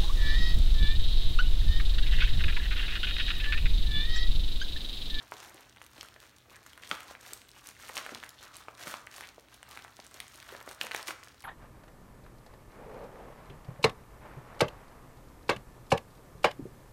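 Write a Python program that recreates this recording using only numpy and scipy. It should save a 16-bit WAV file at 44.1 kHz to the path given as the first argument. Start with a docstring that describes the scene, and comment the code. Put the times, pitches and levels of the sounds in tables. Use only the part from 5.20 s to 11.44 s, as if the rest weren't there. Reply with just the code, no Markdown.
"""A thin plastic bag is twisted and tugged out through the narrow neck of a crocheted bag.
Creases buckle in single snaps and in swarms of tiny ones, film slides over yarn, and the bundle
bumps softly on a stone counter. One microphone stands close by in a small, quiet kitchen:
the room answers each crackle, over still air and a faint mains hum."""
import sys
import numpy as np
from scipy import signal
from scipy.fft import rfft, irfft
from scipy.io import wavfile

SR = 44100
rng = np.random.default_rng(int(sys.argv[2]) if len(sys.argv) > 2 else 0)


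def transcribe(signal):
    """Save signal, clipped to [-1, 1], as a 16-bit WAV file at the path in sys.argv[1]."""
    frames = np.atleast_2d(signal).T
    limited = np.clip(frames, -1, 1)
    pcm = np.round(limited * 32767).astype(np.int16)
    wavfile.write(sys.argv[1], SR, pcm)


N = 275184
TIME = np.arange(N) / SR


def undb(db):
    """Decibels to gain."""
    return 10 ** (np.asarray(db) / 20)


def unit(x):
    """Scale to an rms of one."""
    return x / np.sqrt(np.mean(x ** 2))


def add(track, start_s, sound):
    """Mix a sound into the track at a time."""
    i = max(int(start_s * SR), 0)
    track[i:i + len(sound)] += sound[:max(N - i, 0)]


def band(x, hz, width_hz):
    """Two-pole resonance with gain one at its centre."""
    w = 2 * np.pi * min(hz, SR / 2.5) / SR
    a = np.sin(w) * width_hz / hz / 2
    return signal.lfilter([a, 0, -a], [1 + a, -2 * np.cos(w), 1 - a], x)


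def steep_band(x, hz, width_hz):
    """A resonance whose skirts are trimmed by a second one, twice as wide."""
    return band(band(x, hz, width_hz), hz, 2 * width_hz)


def colour(x, points, size=4096):
    """Causal filter through (Hz, dB) points, so that clicks keep their sharp front."""
    hz, db = np.transpose(points)
    grid_hz = np.maximum(np.fft.rfftfreq(size, 1 / SR), 1)
    gain = undb(np.interp(np.log(grid_hz), np.log(hz), db))
    cepstrum = irfft(np.log(gain))
    cepstrum[1:size // 2] *= 2
    cepstrum[size // 2 + 1:] = 0
    response = irfft(np.exp(rfft(cepstrum)))
    return signal.fftconvolve(x, response)[:len(x)]


def wander(steps_per_s):
    """Smooth random wandering with an rms of one."""
    steps = rng.standard_normal(1000)
    return unit(np.interp(TIME * steps_per_s, np.arange(len(steps)), steps))


def room_tone(air_db=-64.5, hum_hz=119.3, hum_db=-73.5):
    """Still air and the mains hum of a kitchen appliance, far below the bag."""
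    # The colour of the air. Each row: frequency in Hz, relative level in dB.
    air_colour = [(15, -45), (35, -2), (60, 3.5), (105, 1.5), (160, -6), (300, -3.5), (700, -17),
                  (1800, -14.5), (4500, -22), (9000, -26.5), (16000, -26)]
    air = unit(colour(rng.standard_normal(N), air_colour))
    hum = unit(np.sin(2 * np.pi * hum_hz * TIME))
    return undb(air_db) * air + undb(hum_db) * hum


def kitchen(direct, gap_s=0.0021, early_s=0.0024, early_gain=1.9, size=20000, poses=48):
    """Body and cupboards reflect first, then the diffuse room; the echoes change as the bag turns."""
    # The reverberation. Each row: frequency in Hz, t60 in seconds, energy against the direct sound in dB.
    reverb = [(149, 0.23, -10.5), (610, 0.63, -5), (1380, 0.6, -5.5), (3400, 0.35, -7.5), (7060, 0.69, -10),
              (15000, 0.22, -8)]
    t = np.arange(size) / SR
    grid_hz = np.maximum(np.fft.rfftfreq(size, 1 / SR), 1)
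    log_centres = np.log([hz for hz, _, _ in reverb])
    bands = np.array([np.interp(np.log(grid_hz), log_centres, pick) for pick in np.eye(len(reverb))])
    onset = (t > gap_s) * (1 + early_gain * np.exp(-t / early_s))
    fades = []
    for _, t60, db in reverb:
        fade = onset * undb(-60 * t / t60)
        fades.append(undb(db) * fade / np.linalg.norm(fade))
    out = direct.copy()
    for pose in np.array_split(np.arange(N), poses):
        echoes = irfft(rfft(rng.standard_normal(size)) * bands)
        response = np.sum(echoes * fades, axis=0)
        add(out, pose[0] / SR, signal.fftconvolve(direct[pose], response))
    return out


def scrapes(slips_per_s=1200, damping=0.32):
    """Film and yarn rub past fingers and counter: quick stick and slip keeps one taut facet ringing."""
    # Each row: start in seconds, length in seconds, pitch in Hz, level in dB.
    rubs = [(1.315, 0.079, 1710, -61.5), (2.343, 0.04, 2700, -65), (3.166, 0.049, 3460, -60),
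            (3.17, 0.25, 1180, -63), (4.015, 0.049, 1900, -54), (4.459, 0.18, 1170, -64.5),
            (5.253, 0.41, 1180, -64.5)]
    out = np.zeros(N)
    for start_s, length_s, hz, db in rubs:
        size = int(length_s * SR)
        slips = (rng.random(size) < slips_per_s / SR) * rng.standard_normal(size)
        ring = steep_band(slips, hz, damping * hz)
        add(out, start_s, unit(ring * np.hanning(size)) * undb(db))
    return out


def bumps(damping=0.66, trim_db=-1, scuff_db=-21, size=12000):
    """The padded bundle and the fingers give dull knocks: one push, then a quickly dying scuff."""
    # Each row: start in seconds, relative level in dB, pitch in Hz, t60 of the scuff in seconds.
    knocks = [(.121, -51, 430, 0.14), (.347, -49, 396, 0.05), (.783, -52, 293, 0.035),
              (.962, -49.5, 547.5, 0.048), (1.715, -40, 264, 0.065), (2.123, -50, 392, 0.051),
              (2.921, -41.5, 307, 0.082), (2.956, -52, 250, 0.19), (3.487, -50, 640, 0.065),
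              (3.67, -46, 207, 0.12), (4.792, -49, 396, 0.04), (5.324, -42.5, 500, 0.099),
              (5.476, -48.5, 448.5, 0.12), (5.642, -41.5, 517, 0.035), (5.764, -50, 380, 0.088),
              (5.885, -43.5, 430, 0.15), (6.143, -59, 501, 0.051)]
    out, t = np.zeros(N), np.arange(size) / SR
    for start_s, db, hz, t60 in knocks:
        fade = undb(-60 * t / t60)
        scuff = undb(scuff_db) * rng.standard_normal(size) * fade
        knock = steep_band(signal.unit_impulse(size) + scuff, hz, damping * hz)
        fade_rms = np.sqrt(np.mean(fade ** 2))
        add(out, start_s, unit(knock) * fade_rms * undb(db + trim_db))
    return out


def squeezing(grip_crumple_db=-65, grip_sizzle_db=-71.5, waver_db=1.5, swell_share=.42, bluntness=2.2):
    """How hard the hand works broad folds (crumple) and fine wrinkles (sizzle): one swell a squeeze."""
    # The twists and tugs. Each row: peak in seconds, length in seconds, crumple and sizzle in relative dB.
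    squeezes = [(0.0, .11, -54, -65), (.135, .08, -56, -60), (.235, .16, -53, -57), (.375, .11, -57, -64),
                (0.602, .1, -62, -73), (0.799, .15, -56, -60.5), (1.041, .075, -58, -61),
                (1.335, .08, -58, -64.5), (1.5, .17, -60, -65.5), (1.645, .07, -54, -58),
                (1.72, .055, -45, -51), (1.79, .14, -54, -60), (1.9, .08, -53, -57), (2.09, .17, -55, -54),
                (2.377, .08, -59, -61), (2.475, .085, -56, -55), (2.659, .21, -53, -56),
                (2.776, .06, -42, -47), (2.88, .21, -51, -58), (3.045, .09, -57, -61),
                (3.232, .06, -52, -56), (3.372, .09, -58, -57), (3.612, .07, -49, -51),
                (3.695, .13, -46, -49), (3.96, .12, -54, -55), (4.04, .1, -52, -62), (4.335, .08, -59, -64),
                (4.545, .17, -53, -60), (4.812, .18, -62, -66), (4.97, .17, -56, -60),
                (5.172, .2, -60, -60.5), (5.32, .16, -51, -58), (5.496, .09, -52, -57),
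                (5.634, .08, -46, -53), (5.76, .11, -45, -51), (5.888, .055, -43, -45)]
    # between squeezes the gripping hand keeps the film stirring faintly
    waver = undb(waver_db * wander(steps_per_s=14))
    power = np.outer(undb([grip_crumple_db, grip_sizzle_db]), waver) ** 2
    for peak_s, length_s, crumple_db, sizzle_db in squeezes:
        near = slice(max(int((peak_s - 2 * length_s) * SR), 0), int((peak_s + 2 * length_s) * SR))
        age_s = TIME[near] - peak_s
        reach_s = length_s * np.where(age_s < 0, swell_share, 1 - swell_share)
        swell = np.exp(-np.abs(age_s / reach_s) ** bluntness)
        power[:, near] += np.outer(undb([crumple_db, sizzle_db]), swell) ** 2
    return np.sqrt(power)


def swarm(effort, low_hz, high_hz, damping, spread_db, slide_db, shift_db, facet_sizes=14):
    """Tiny creases buckle at random, oftener under a harder pull, over the smooth rub of sliding film."""
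    creases_per_s = 800 * (effort / effort.mean()) ** .7
    out = np.zeros(N)
    for hz in np.geomspace(low_hz, high_hz, facet_sizes):
        at = np.flatnonzero(rng.random(N) < creases_per_s / facet_sizes / SR)
        strength = undb(spread_db * np.minimum(rng.exponential(size=len(at)), 3))
        strength /= np.sqrt(creases_per_s[at])  # the density alone leaves the level steady
        creases = np.bincount(at, strength * rng.choice([-1, 1], len(at)), N)
        favour = undb(shift_db * wander(steps_per_s=22))  # the favoured facet size keeps shifting
        out += band(creases, hz, damping * hz) * favour
    return unit(out) + undb(slide_db) * rng.standard_normal(N)


def rustle(crumple, sizzle, fold_db=-1.0, wrinkle_db=1.5):
    """Broad folds crumple and fine wrinkles give bare ticks, both louder as the hand pulls harder."""
    # The colours of folds and wrinkles. Each row: frequency in Hz, relative level in dB.
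    fold_colour = [(90, -51), (200, -0.5), (400, -4.5), (700, -2), (1250, 0), (1700, -1), (2400, -6),
                   (4000, -7.5), (5500, -15.5), (9000, -31), (16000, -48)]
    wrinkle_colour = [(500, -19.5), (2000, 4), (4000, 2.5), (6000, 2.5), (9000, 0), (12500, -2.5),
                      (16000, -8.5)]
    folds = swarm(crumple, low_hz=356, high_hz=6600, damping=0.31,
                  spread_db=3.0, slide_db=-5, shift_db=2.0)
    wrinkles = swarm(sizzle, low_hz=3460, high_hz=14100, damping=1.25,
                     spread_db=5.5, slide_db=-2.5, shift_db=4.0)
    return (crumple * undb(fold_db) * unit(colour(folds, fold_colour))
            + sizzle * undb(wrinkle_db) * unit(colour(wrinkles, wrinkle_colour)))


def lesser_creases(effort, typical_db=-46.5, spread_db=2.86, typical_hz=4300, spread_octaves=0.74,
                   count=130):
    """Rows for snaps(): lesser creases give way by chance, oftener and louder under effort."""
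    effort = effort / effort.mean()
    strain = np.cumsum(effort ** .55)
    at = np.searchsorted(strain, strain[-1] * rng.random(count))
    loudness, smallness = np.clip(rng.standard_normal((count, 2)), -2, 2).T
    db = typical_db + 20 * np.log10(effort[at] ** 0.46) + spread_db * loudness
    octaves = spread_octaves * smallness
    crack_db = -6 + 5 * octaves  # small facets crack more sharply
    return list(zip(at / SR, db, typical_hz * 2 ** octaves, crack_db))


def snaps(effort, damping=0.85, side_spread=0.42, side_damping=0.27, side_db=-11, neighbours=4,
          crack_s=.0006, size=512):
    """A facet of the film flips over and rings for a few cycles; its ridge gives a short sharp crack."""
    # The clearest creases. Each row: start in seconds, level over one millisecond in dB,
    # pitch of the facet in Hz, share of sharp crack in dB (capped at 0).
    clear_creases = [(0.121, -29, 1360, -24), (0.2025, -41, 6880, -17.5), (0.229, -42, 1980, -9),
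                     (0.5713, -46, 2350, -14), (0.6163, -38.5, 2130, -19), (0.6465, -52, 5130, 0),
                     (0.8106, -32.5, 4230, -14), (0.8302, -38, 1560, -4.5), (0.8862, -44, 3060, -7),
                     (0.963, -45.5, 2170, -29), (1.4638, -41.5, 1800, -5), (1.5324, -43, 2320, -7),
                     (1.577, -42, 1770, -9), (1.6355, -38.5, 2760, -23), (1.6923, -39.5, 4830, 0),
                     (1.7135, -19, 2520, -25), (1.8054, -37, 2520, -6), (1.911, -38.5, 770, -16),
                     (1.9515, -37.5, 1910, -27), (2.011, -45, 7970, -13), (2.064, -44.5, 2760, -7),
                     (2.1341, -29, 5900, -1), (2.2171, -44.5, 3500, -7), (2.3155, -46, 5730, -8.5),
                     (2.4718, -36.5, 9900, -9), (2.489, -39, 6770, 0), (2.693, -35, 2060, -10),
                     (2.6975, -34.5, 900, -16), (2.7613, -37, 8240, -12), (2.769, -27, 2170, -9.5),
                     (2.7778, -27, 5060, -9), (2.784, -32.5, 1760, -20), (2.8637, -30.5, 1470, -13),
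                     (2.892, -32.5, 1510, -20), (2.9482, -32, 4130, -9), (2.956, -36.5, 1460, -22),
                     (3.0292, -36, 1850, -30), (3.0372, -32, 2120, -18), (3.092, -38, 7700, -3),
                     (3.3445, -45, 6350, -13), (3.3677, -37, 8710, 0), (3.484, -31.5, 1120, -39),
                     (3.6716, -33.5, 1420, -11.5), (3.6795, -34, 1720, -4.5), (3.7136, -39, 8300, -9),
                     (3.7409, -27.5, 1810, -29), (3.8711, -35.5, 1700, -26), (3.982, -38, 1630, -23),
                     (4.0088, -33.5, 1800, -6.5), (4.0383, -41, 1600, -13), (4.1813, -40, 653, -29),
                     (4.4296, -38, 2040, -6), (4.574, -34, 1970, -13), (4.6479, -37.5, 1250, -15),
                     (4.768, -47, 6460, -16), (4.792, -41.5, 829, -27), (4.801, -41, 4970, -23),
                     (4.8663, -42.5, 7200, -6), (4.9427, -40.5, 7260, -13), (5.0027, -29.5, 3560, -5),
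                     (5.0809, -45, 8660, 0), (5.2013, -41.5, 4320, -7.5), (5.3499, -35, 1314, -25),
                     (5.4125, -38.5, 1190, -13), (5.4764, -35, 1140, -31), (5.5126, -35.5, 1420, -6),
                     (5.613, -20.5, 2860, -14), (5.6422, -39.5, 1044, -15), (5.668, -32, 1870, -7),
                     (5.7122, -30, 1660, -15), (5.7168, -27, 2330, -17), (5.7476, -22.5, 1450, -14),
                     (5.7626, -32, 6200, -7), (5.795, -34, 1220, -13), (5.8286, -36, 5900, -5),
                     (5.8727, -35, 3800, -3), (5.881, -31, 6160, -11), (5.8846, -28, 1700, -9),
                     (5.9074, -29, 1700, -12), (6.0306, -41.5, 1720, -18), (6.0357, -43, 5180, -8),
                     (6.0738, -44, 1660, -13), (6.0844, -46, 5060, -10), (6.2224, -46.5, 7800, 0.5)]
    out, t = np.zeros(N), np.arange(size) / SR
    flip = signal.unit_impulse(size)
    one_ms_gain = np.sqrt(SR / 1000 / size)
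    for start_s, db, hz, crack_db in clear_creases + lesser_creases(effort):
        grit = rng.standard_normal(size)
        # a broad facet flips slowly, which rounds its edge
        edge_hz = min(1.18 * hz, SR / 2.5)
        push = signal.lfilter(*signal.butter(2, edge_hz, fs=SR), flip)
        ring = unit(band(push, hz, damping * hz))
        # neighbouring facets of other sizes follow a moment later, so no two snaps are alike
        for stretch, lag in grit[-2 * neighbours:].reshape(neighbours, 2):
            side_hz = hz * np.exp(side_spread * stretch)
            late_push = np.roll(push, int(abs(lag) * crack_s * SR))
            ring += undb(side_db) * np.sign(lag) * unit(band(late_push, side_hz, side_damping * side_hz))
        crack = steep_band(grit * np.exp(-t / crack_s), hz=8900, width_hz=7000)
        share = min(undb(crack_db), 1)
        snap = np.sqrt(1 - share ** 2) * unit(ring) + share * unit(crack)
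        add(out, start_s, unit(snap) * one_ms_gain * undb(db))
    return out


def scene():
    """The bag on the counter at close range, with the kitchen around it, in mono."""
    crumple, sizzle = squeezing()
    bag = rustle(crumple, sizzle) + scrapes() + bumps() + snaps(crumple + sizzle)
    return (kitchen(bag) + room_tone())[None]


def record(dry):
    """A reflection off the counter dents the treble and the recorder cuts the top."""
    # The dips from the counter's reflection. Each row: centre in Hz, width in Hz, gain in dB.
    dips = [(4940, 170, -8), (7700, 850, -3.5), (10400, 1700, -5.5)]
    for hz, width_hz, db in dips:
        dry = dry + (undb(db) - 1) * band(dry, hz, width_hz)
    top_hz = 15900
    return signal.sosfilt(signal.ellip(10, .2, 70, top_hz, fs=SR, output="sos"), dry)


dry = scene()
out = record(dry)
transcribe(out)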